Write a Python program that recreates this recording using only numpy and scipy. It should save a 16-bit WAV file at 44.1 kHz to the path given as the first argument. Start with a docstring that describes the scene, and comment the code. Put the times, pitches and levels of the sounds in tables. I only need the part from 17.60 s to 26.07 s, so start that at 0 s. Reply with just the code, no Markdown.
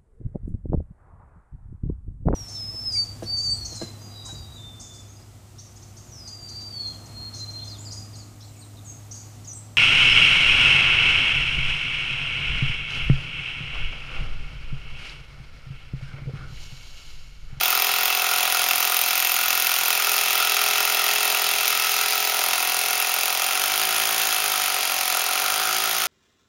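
"""An electric hammer drill bores into a concrete wall: about 43 blows a second under load, 55 when eased.
Each blow thumps the wall and casing, rings the steel bit and chips the concrete; the striker rattles
back in between. The motor whirrs, the gears whine, grit grinds in the hole, and twice the tip skids on
a stone. One microphone stands with the drill in a small, hard basement, which answers briefly."""
import sys
import numpy as np
from scipy import signal
from scipy.fft import rfft, irfft, next_fast_len
from scipy.io import wavfile
from scipy.ndimage import uniform_filter1d, map_coordinates

SR = 44100
rng = np.random.default_rng(int(sys.argv[2]) if len(sys.argv) > 2 else 0)


def generate_wav(signal):
    """Clip the signal to [-1, 1] and save it as 16-bit WAV at the path in sys.argv[1]."""
    frames = np.transpose(np.atleast_2d(signal))
    scaled = np.clip(frames, -1, 1) * 32767
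    pcm = np.round(scaled).astype(np.int16)
    wavfile.write(sys.argv[1], SR, pcm)


N = 373527
TIME = np.arange(N) / SR


def amp(db):
    """Decibels to gain."""
    return 10 ** (np.asarray(db) / 20)

def unit(x):
    """x at rms 1."""
    return x / np.sqrt(np.mean(x ** 2) + 1e-20)

def along(points, hz):
    """(Hz, value) points read off a log axis."""
    f, v = np.transpose(points)
    return np.interp(np.log(hz + 1), np.log(f + 1), v)

def curve(points):
    """(seconds, value) points as one value per sample."""
    return np.interp(TIME, *np.transpose(points))

def wobble(rate):
    """A smooth random curve, rate knots a second."""
    return map_coordinates(rng.standard_normal(int(N * rate / SR) + 4), [TIME * rate])

def filtered(x, response):
    """x times a complex response of frequency."""
    size = next_fast_len(N + SR // 2)
    return irfft(rfft(x, size) * response(np.fft.rfftfreq(size, 1 / SR)), size)[:N]

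def coloured(x, spectrum, size=4096):
    """x through a causal filter with this spectrum; rms 1."""
    gains = amp(along(spectrum, np.fft.rfftfreq(size, 1 / SR)))
    cepstrum = irfft(np.log(gains))
    cepstrum[1:size // 2] *= 2
    cepstrum[size // 2 + 1:] = 0
    impulse = irfft(np.exp(rfft(cepstrum)))
    return unit(signal.fftconvolve(x, impulse)[:N])

def rung(x, modes):
    """x through a set of resonances, neighbours in opposite sense so that the ring swells; rms 1."""
    def response(f):
        return sum((-1) ** k * amp(db) * 1j * f * width / (hz * hz - f * f + 1j * f * width)
                   for k, (hz, width, db) in enumerate(modes))
    return unit(filtered(x, response))

def pulses(times, size_db, scatter_db):
    """One impulse at each time, of slightly random size."""
    sizes = amp(size_db + scatter_db * rng.standard_normal(len(times)))
    samples = np.clip(np.round(times * SR).astype(int), 0, N)
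    return np.bincount(samples, sizes, N + 1)[:N]

def bursts(train, decay_s):
    """A puff of noise after each impulse, dying with this time constant; rms 1."""
    fall = np.exp(-1 / (decay_s * SR))
    power = signal.lfilter([1], [1, -fall ** 2], train ** 2)
    return unit(np.sqrt(power) * rng.standard_normal(N))

# The basement's own low noise. Each row: frequency in Hz, relative level in dB.
ROOM_TONE = [(20, 4), (50, 4), (100, 6), (200, 6.5), (400, -9), (1000, -30)]
def room_tone():
    """A faint rumble fills the room behind the drill."""
    return amp(-60) * coloured(rng.standard_normal(N), ROOM_TONE)

# The basement's decay. Each row: frequency in Hz, seconds to fall by 60 dB.
ROOM_DECAY = [(150, 0.19), (1000, 0.4), (4000, 0.077), (15000, 0.034)]
def in_room(x, wet_db):
    """x reaches the microphone directly and off the walls, each frequency dying at its own speed; rms 1."""
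    hz, t, noise = signal.stft(rng.standard_normal(SR // 2), SR, nperseg=256)
    fade = amp(-60 * t / along(ROOM_DECAY, hz)[:, None])
    tail = signal.istft(noise * fade, SR, nperseg=256)[1]
    tail *= 1 - np.exp(-np.arange(len(tail)) / SR / 0.0013)
    return unit(x + amp(wet_db) * signal.fftconvolve(x, tail / np.linalg.norm(tail))[:N])

# The drill's speed, held down by the load and twice let up. Each row: time in seconds, blows a second.
BLOW_RATE = [(0.0, 42.55), (0.79, 42.83), (1.91, 42.72), (2.6, 42.24), (2.95, 42.1), (3.58, 42.42),
             (4.44, 41.97), (5.11, 42.77), (5.78, 42.98), (5.95, 45.9), (6.25, 54.1), (6.6, 55.85),
             (6.83, 51.77), (6.97, 50.18), (7.23, 45.14), (7.67, 42.45), (7.98, 53.08), (8.47, 56.15)]
def turning():
    """Running count of the hammer gear's turns; it strikes once a turn."""
    return np.cumsum(curve(BLOW_RATE)) / SR + .548

def ease(loaded_hz=43, eased_hz=55):
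    """0 while the drill is pressed hard, 1 when it runs light and fast."""
    return np.clip((curve(BLOW_RATE) - loaded_hz) / (eased_hz - loaded_hz), 0, 1)

def strain(labours_hz=42.8, strains_hz=41.8):
    """0 while the motor keeps its speed, towards 1 as the load drags it down."""
    return np.clip((labours_hz - curve(BLOW_RATE)) / (labours_hz - strains_hz), 0, 1)

# The motor's whirr. Each row: frequency in Hz, relative level in dB.
WHIRR_SPECTRUM = [(150, -24), (300, -27), (400, -23), (600, -3.5), (800, -10), (1050, -4.5), (1700, 0),
                  (2400, -2.5), (4000, -28), (8000, -24)]
# The shafts' hum. Each row: multiple of the blow rate, level in dB under load, level in dB when eased.
SHAFT_HUM = [(2, -70, -74), (3, -98, -60.5), (7, -73.5, -50), (10, -53.5, -74), (19, -66, -55),
             (23, -52.5, -54)]
def motor(level_db=-42, eased_db=4, drift_rad=0.71):
    """The spinning parts whirr and hum; the whirr grows as the drill is eased and speeds up."""
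    turns, light = turning(), ease()
    ticks = np.diff(np.floor(turns), prepend=0)
    whirr = in_room(coloured(ticks, WHIRR_SPECTRUM), wet_db=10)
    shake = drift_rad * wobble(6)
    hum = sum(amp(loaded + (eased - loaded) * light) * np.sqrt(2) * np.sin(2 * np.pi * k * turns + shake)
              for k, loaded, eased in SHAFT_HUM)
    return amp(level_db + eased_db * light) * whirr + hum

# The gears' tones. Each row: multiple of the tooth rate, then dB under load, straining and eased.
GEAR_TONES = [(1, -51, -35.5, -47), (2, -40.5, -39.5, -43), (3, -44, -41.5, -58), (4, -48, -44, -58)]
def gears(teeth=31, flutter_rad=0.5, throb=0.067):
    """The meshing teeth whine, loudest under strain; each blow loads them, so the tone throbs."""
    angle, heavy, light = 2 * np.pi * turning(), strain(), ease()
    mesh = teeth * angle + flutter_rad * wobble(18)
    tones = 0
    for k, db, strained_db, eased_db in GEAR_TONES:
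        gain = amp(db + (strained_db - db) * heavy + (eased_db - db) * light)
        tones += gain * np.sqrt(2) * np.sin(k * mesh + flutter_rad * wobble(60))
    return tones * unit(1 + throb * np.cos(angle - 1))

def in_hole(start_db, loss_db_per_s, strain_db):
    """Gain of a sound made at the tip: it fades as the hole deepens and follows the strain."""
    return amp(start_db - loss_db_per_s * TIME + strain_db * strain())

# Grit in the hole. Each row: frequency in Hz, relative level in dB.
GRIT_SPECTRUM = [(100, -44.5), (250, -20), (500, -16), (900, -5.5), (1700, -4), (2300, 2), (3300, -1.5),
                 (4400, -0.5), (7000, -2.5), (9000, -4), (16000, -14.5)]
# The shank's short rings. Each row: frequency in Hz, width in Hz, relative level in dB.
SHANK_MODES = [(4855, 110, 3), (5270, 110, 2), (6120, 140, -1), (6600, 200, 6), (6940, 190, 2.5)]
def grinding(blows, force_db, returns, shank_db=-13, eased_db=2):
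    """The flutes grind grit all the time, harder after each blow and return; the shank rings along."""
    crush = bursts(pulses(blows, force_db, scatter_db=1.9), decay_s=0.0047)
    scrape = bursts(pulses(returns, 0, scatter_db=3.5), decay_s=0.0018)
    grit = rng.standard_normal(N) + amp(-5.5) * crush + amp(-8.5) * scrape
    ring = amp(shank_db + eased_db * ease()) * in_room(rung(grit, SHANK_MODES), wet_db=2)
    return in_hole(-25.5, loss_db_per_s=0.11, strain_db=2.4) * (coloured(grit, GRIT_SPECTRUM) + ring)

def skid(start, through, fade_s=.15):
    """1 while the tip skids on a stone, fading to 0 on either side."""
    return np.clip(np.minimum(TIME - start, through + fade_s - TIME) / fade_s, 0, 1)

# Hard stones in the wall. Each row: start and breakthrough in seconds, squeal and later ring in dB.
HARD_STONES = [(-.1, 0.582, -35, -36.5), (4.415, 4.69, -31, -33.5)]
def stones(seated_db=-55, attack_s=0.068, fade_db_per_s=2):
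    """The tip skids, breaks through and bites: gains of the lower ring and squeal, and amount of skid."""
    lower, squeal, skidding = amp(seated_db), 0, 0
    for start, through, squeal_db, bite_db in HARD_STONES:
        since, slip = TIME - through, skid(start, through)
        bite = np.clip(since / attack_s, 0, 1) * amp(bite_db - fade_db_per_s * since)
        lower = np.hypot(lower, bite)
        squeal += amp(squeal_db) * slip
        skidding += slip
    return lower, squeal, skidding

# Breaking concrete. Each row: frequency in Hz, relative level in dB.
CHIP_SPECTRUM = [(200, -37.5), (500, -12), (1500, -15.5), (3000, -7), (5000, -6), (7000, -1), (9500, -1),
                 (11000, -6.5), (12600, 5), (14300, -17.5), (15700, 2)]
# The bit's high rings: lower, upper, squeal. Each row: frequency in Hz, width in Hz, relative dB.
HIGH_MODES = [(10710, 190, 0), (14160, 880, 0), (15000, 740, 0)]
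# The upper of those rings. Each row: time in seconds, level in dB.
UPPER_RING_LEVEL = [(0.0, -27), (0.7, -32), (1.5, -26.5), (2.5, -27), (3.2, -30), (7.1, -35.0), (7.7, -40),
                    (8.47, -35)]
def chipping(blows, force_db, returns, lead_s=.0001, skid_db=-3.5):
    """Concrete snaps and crumbles under the tip, less in a skid, and sets off the bit's high rings."""
    strike = pulses(blows - lead_s, force_db / 3, scatter_db=1.1)
    rebound = pulses(returns, 0, scatter_db=3.5)
    snap = bursts(strike, decay_s=.0008)
    crumble = amp(3) * bursts(strike, decay_s=.0038)
    fracture = snap + crumble + amp(-7) * bursts(rebound, decay_s=.0015)
    lower, squeal, skidding = stones()
    gains = lower, amp(curve(UPPER_RING_LEVEL)), squeal
    rings = sum(gain * in_room(rung(fracture, [mode]), wet_db=1.5)
                for gain, mode in zip(gains, HIGH_MODES))
    chips = amp(skid_db * skidding) * in_room(coloured(fracture, CHIP_SPECTRUM), wet_db=-5)
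    return in_hole(-22, loss_db_per_s=0.26, strain_db=-.3) * chips + rings

# The wall and drill body. Each row: frequency in Hz, width in Hz, relative level in dB.
WALL_MODES = [(84, 48, -34.5), (163.8, 17, -32.5), (256.6, 77, -30.5), (379, 62.6, -19.5),
              (417.4, 20.2, -13.5), (521, 7.3, -14.5), (585, 42, -15), (641.7, 10.8, -10), (726.2, 21, 0),
              (766.6, 42.3, -2.5), (931, 7, -11), (959, 21, -9), (1065, 5.3, -15.5), (1108, 6.9, -9.5)]
# How firmly the blows carry into the wall. Each row: time in seconds, relative level in dB.
WALL_CONTACT = [(0.0, -34.5), (1.0, -33.5), (1.5, -37), (2.5, -37.1), (2.8, -36), (3.75, -34), (4.2, -39.5),
                (4.85, -33), (5.2, -35), (7.3, -35.5), (7.75, -34), (8.47, -37)]
def wall(blows, force_db, lead_s=0.001518, trim_db=1.57):
    """The wall and drill body answer each blow alike: a buzz of clean lines, as strong at any rate."""
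    push = pulses(blows - lead_s, force_db / 2, scatter_db=0.85)
    buzz = in_room(rung(push, WALL_MODES), wet_db=-16)
    running_rms = np.sqrt(abs(uniform_filter1d(buzz ** 2, size=SR // 4)) + 1e-9)
    return amp(curve(WALL_CONTACT) + trim_db) * buzz / running_rms

# The gear casing's rings. Each row: frequency in Hz, width in Hz, relative level in dB.
CASING_MODES = [(1186, 105, -7), (1297, 151, 3.5), (1396, 73, 5.5), (1455, 40, 2.5)]
# How hard the casing rattles in the hands. Each row: time in seconds, relative level in dB.
CASING_RATTLE = [(0.0, -28.5), (0.55, -32), (0.95, -28.5), (1.5, -32.5), (2.8, -29), (3.9, -32.2),
                 (4.5, -32), (5.2, -34.5), (5.8, -32.5), (7.05, -33), (7.3, -37), (7.6, -30), (8.47, -32)]
def casing(blows, force_db, returns, lead_s=0.00099, eased_rise=0.026, trim_db=-1.13):
    """The gear casing clacks differently at each blow and return, and rings a little higher when eased."""
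    knock = pulses(blows - lead_s, force_db / 2, scatter_db=1.2)
    rattle = amp(-0.5) * bursts(knock, decay_s=0.0031)
    rattle += amp(-4.5) * bursts(pulses(returns, 0, scatter_db=1), decay_s=0.0021)
    push, light = unit(knock) + rattle, ease()
    raised = [(hz * (1 + eased_rise), width, db) for hz, width, db in CASING_MODES]
    clack = np.sqrt(1 - light) * rung(push, CASING_MODES) + np.sqrt(light) * rung(push, raised)
    return amp(curve(CASING_RATTLE) + trim_db) * in_room(clack, wet_db=-15)

# The bit's two strongest bending rings. Each row: frequency in Hz, width in Hz, relative level in dB.
BENDING_MODES = [(2547, 394, 0), (3130, 620, 0)]
def first_shock(blows, force_db, lead_s=0.001303):
    """Each blow's first shock runs down the bit: a dry clink whose upper ring wins when eased."""
    shock = pulses(blows - lead_s, force_db, scatter_db=1.1)
    lower, upper = (rung(rung(shock, [mode]), [mode]) for mode in BENDING_MODES)
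    upper_share = .3 + .45 * ease()
    return unit(np.sqrt(1 - upper_share) * lower + np.sqrt(upper_share) * upper)

# The steel bit's rings. Each row: frequency in Hz, width in Hz, relative level in dB.
BIT_MODES = [(1876, 70, -6.5), (2160, 81, -2.5), (2455, 234, -5), (2613, 173, 2.5), (3513, 420, -2.5),
             (3930, 66, -6), (5300, 49, -1.5)]
# How freely the bit rings, less as it sinks in. Each row: time in seconds, relative level in dB.
BIT_FREEDOM = [(0.0, -27), (2.45, -31), (2.75, -26.5), (3.9, -27.5), (4.4, -31), (6.2, -31.5),
               (8.47, -36.5)]
def bit(blows, force_db, returns, lead_s=0.000803, ring_trim_db=-.5, shock_trim_db=-17):
    """The steel bit clinks and rings at each blow and chatters in the chuck."""
    strike = pulses(blows - lead_s, force_db, scatter_db=1.3)
    rebound = pulses(returns, 0, scatter_db=2)
    chatter = amp(2) * bursts(strike, decay_s=0.0044) + amp(-0.5) * bursts(rebound, decay_s=0.0015)
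    ring = in_room(rung(unit(strike) + chatter, BIT_MODES), wet_db=-5)
    clink = first_shock(blows, force_db)
    free_db = curve(BIT_FREEDOM)
    return amp(free_db + ring_trim_db) * ring + amp(free_db / 2 + shock_trim_db) * clink

# Blows that bite hard. Each row: time in seconds, extra force in dB.
HEAVY_BLOWS = [(.83, 4), (.994, 1), (1.111, 5), (2.305, 4.5), (2.754, 1), (4.531, 1), (4.934, 5),
               (6.841, 2)]
def hammer(return_share=.67, jitter_s=.00005, return_jitter_s=.0009):
    """The striker hits once a turn and rattles back: blow times, their extra force, return times."""
    turns = turning()
    whole = np.arange(1, int(turns[-1]) + 1)
    blows = np.interp(whole, turns, TIME) + jitter_s * rng.standard_normal(len(whole))
    returns = np.interp(whole + return_share, turns, TIME)
    returns += return_jitter_s * rng.standard_normal(len(whole))
    force_db = np.zeros(len(blows))
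    for when, db in HEAVY_BLOWS:
        force_db[np.argmin(abs(blows - when))] += db
    return blows, force_db, returns

def scene():
    """The drill at work on the wall, over the basement's low rumble, in mono."""
    blows, force_db, returns = hammer()
    chips = chipping(blows, force_db, returns)
    thump = wall(blows, force_db)
    clack = casing(blows, force_db, returns)
    steel = bit(blows, force_db, returns)
    grit = grinding(blows, force_db, returns)
    return (room_tone() + gears() + motor() + grit + chips + thump + clack + steel)[None]

# The microphone's dead bands. Each row: centre in Hz, width in Hz.
DEAD_BANDS = [(7900, 1350), (11820, 480)]
def record(dry, top_hz=15900):
    """The microphone has two dead bands in the treble, and nothing above the band limit is kept."""
    def response(f):
        notches = [(hz * hz - f * f + .15j * f * width) / (hz * hz - f * f + 1j * f * width)
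                   for hz, width in DEAD_BANDS]
        return np.prod(notches, axis=0) ** 2 / (1 + (f / top_hz) ** 300)
    return filtered(dry[0], response)[None]

dry = scene()
out = record(dry)
generate_wav(out)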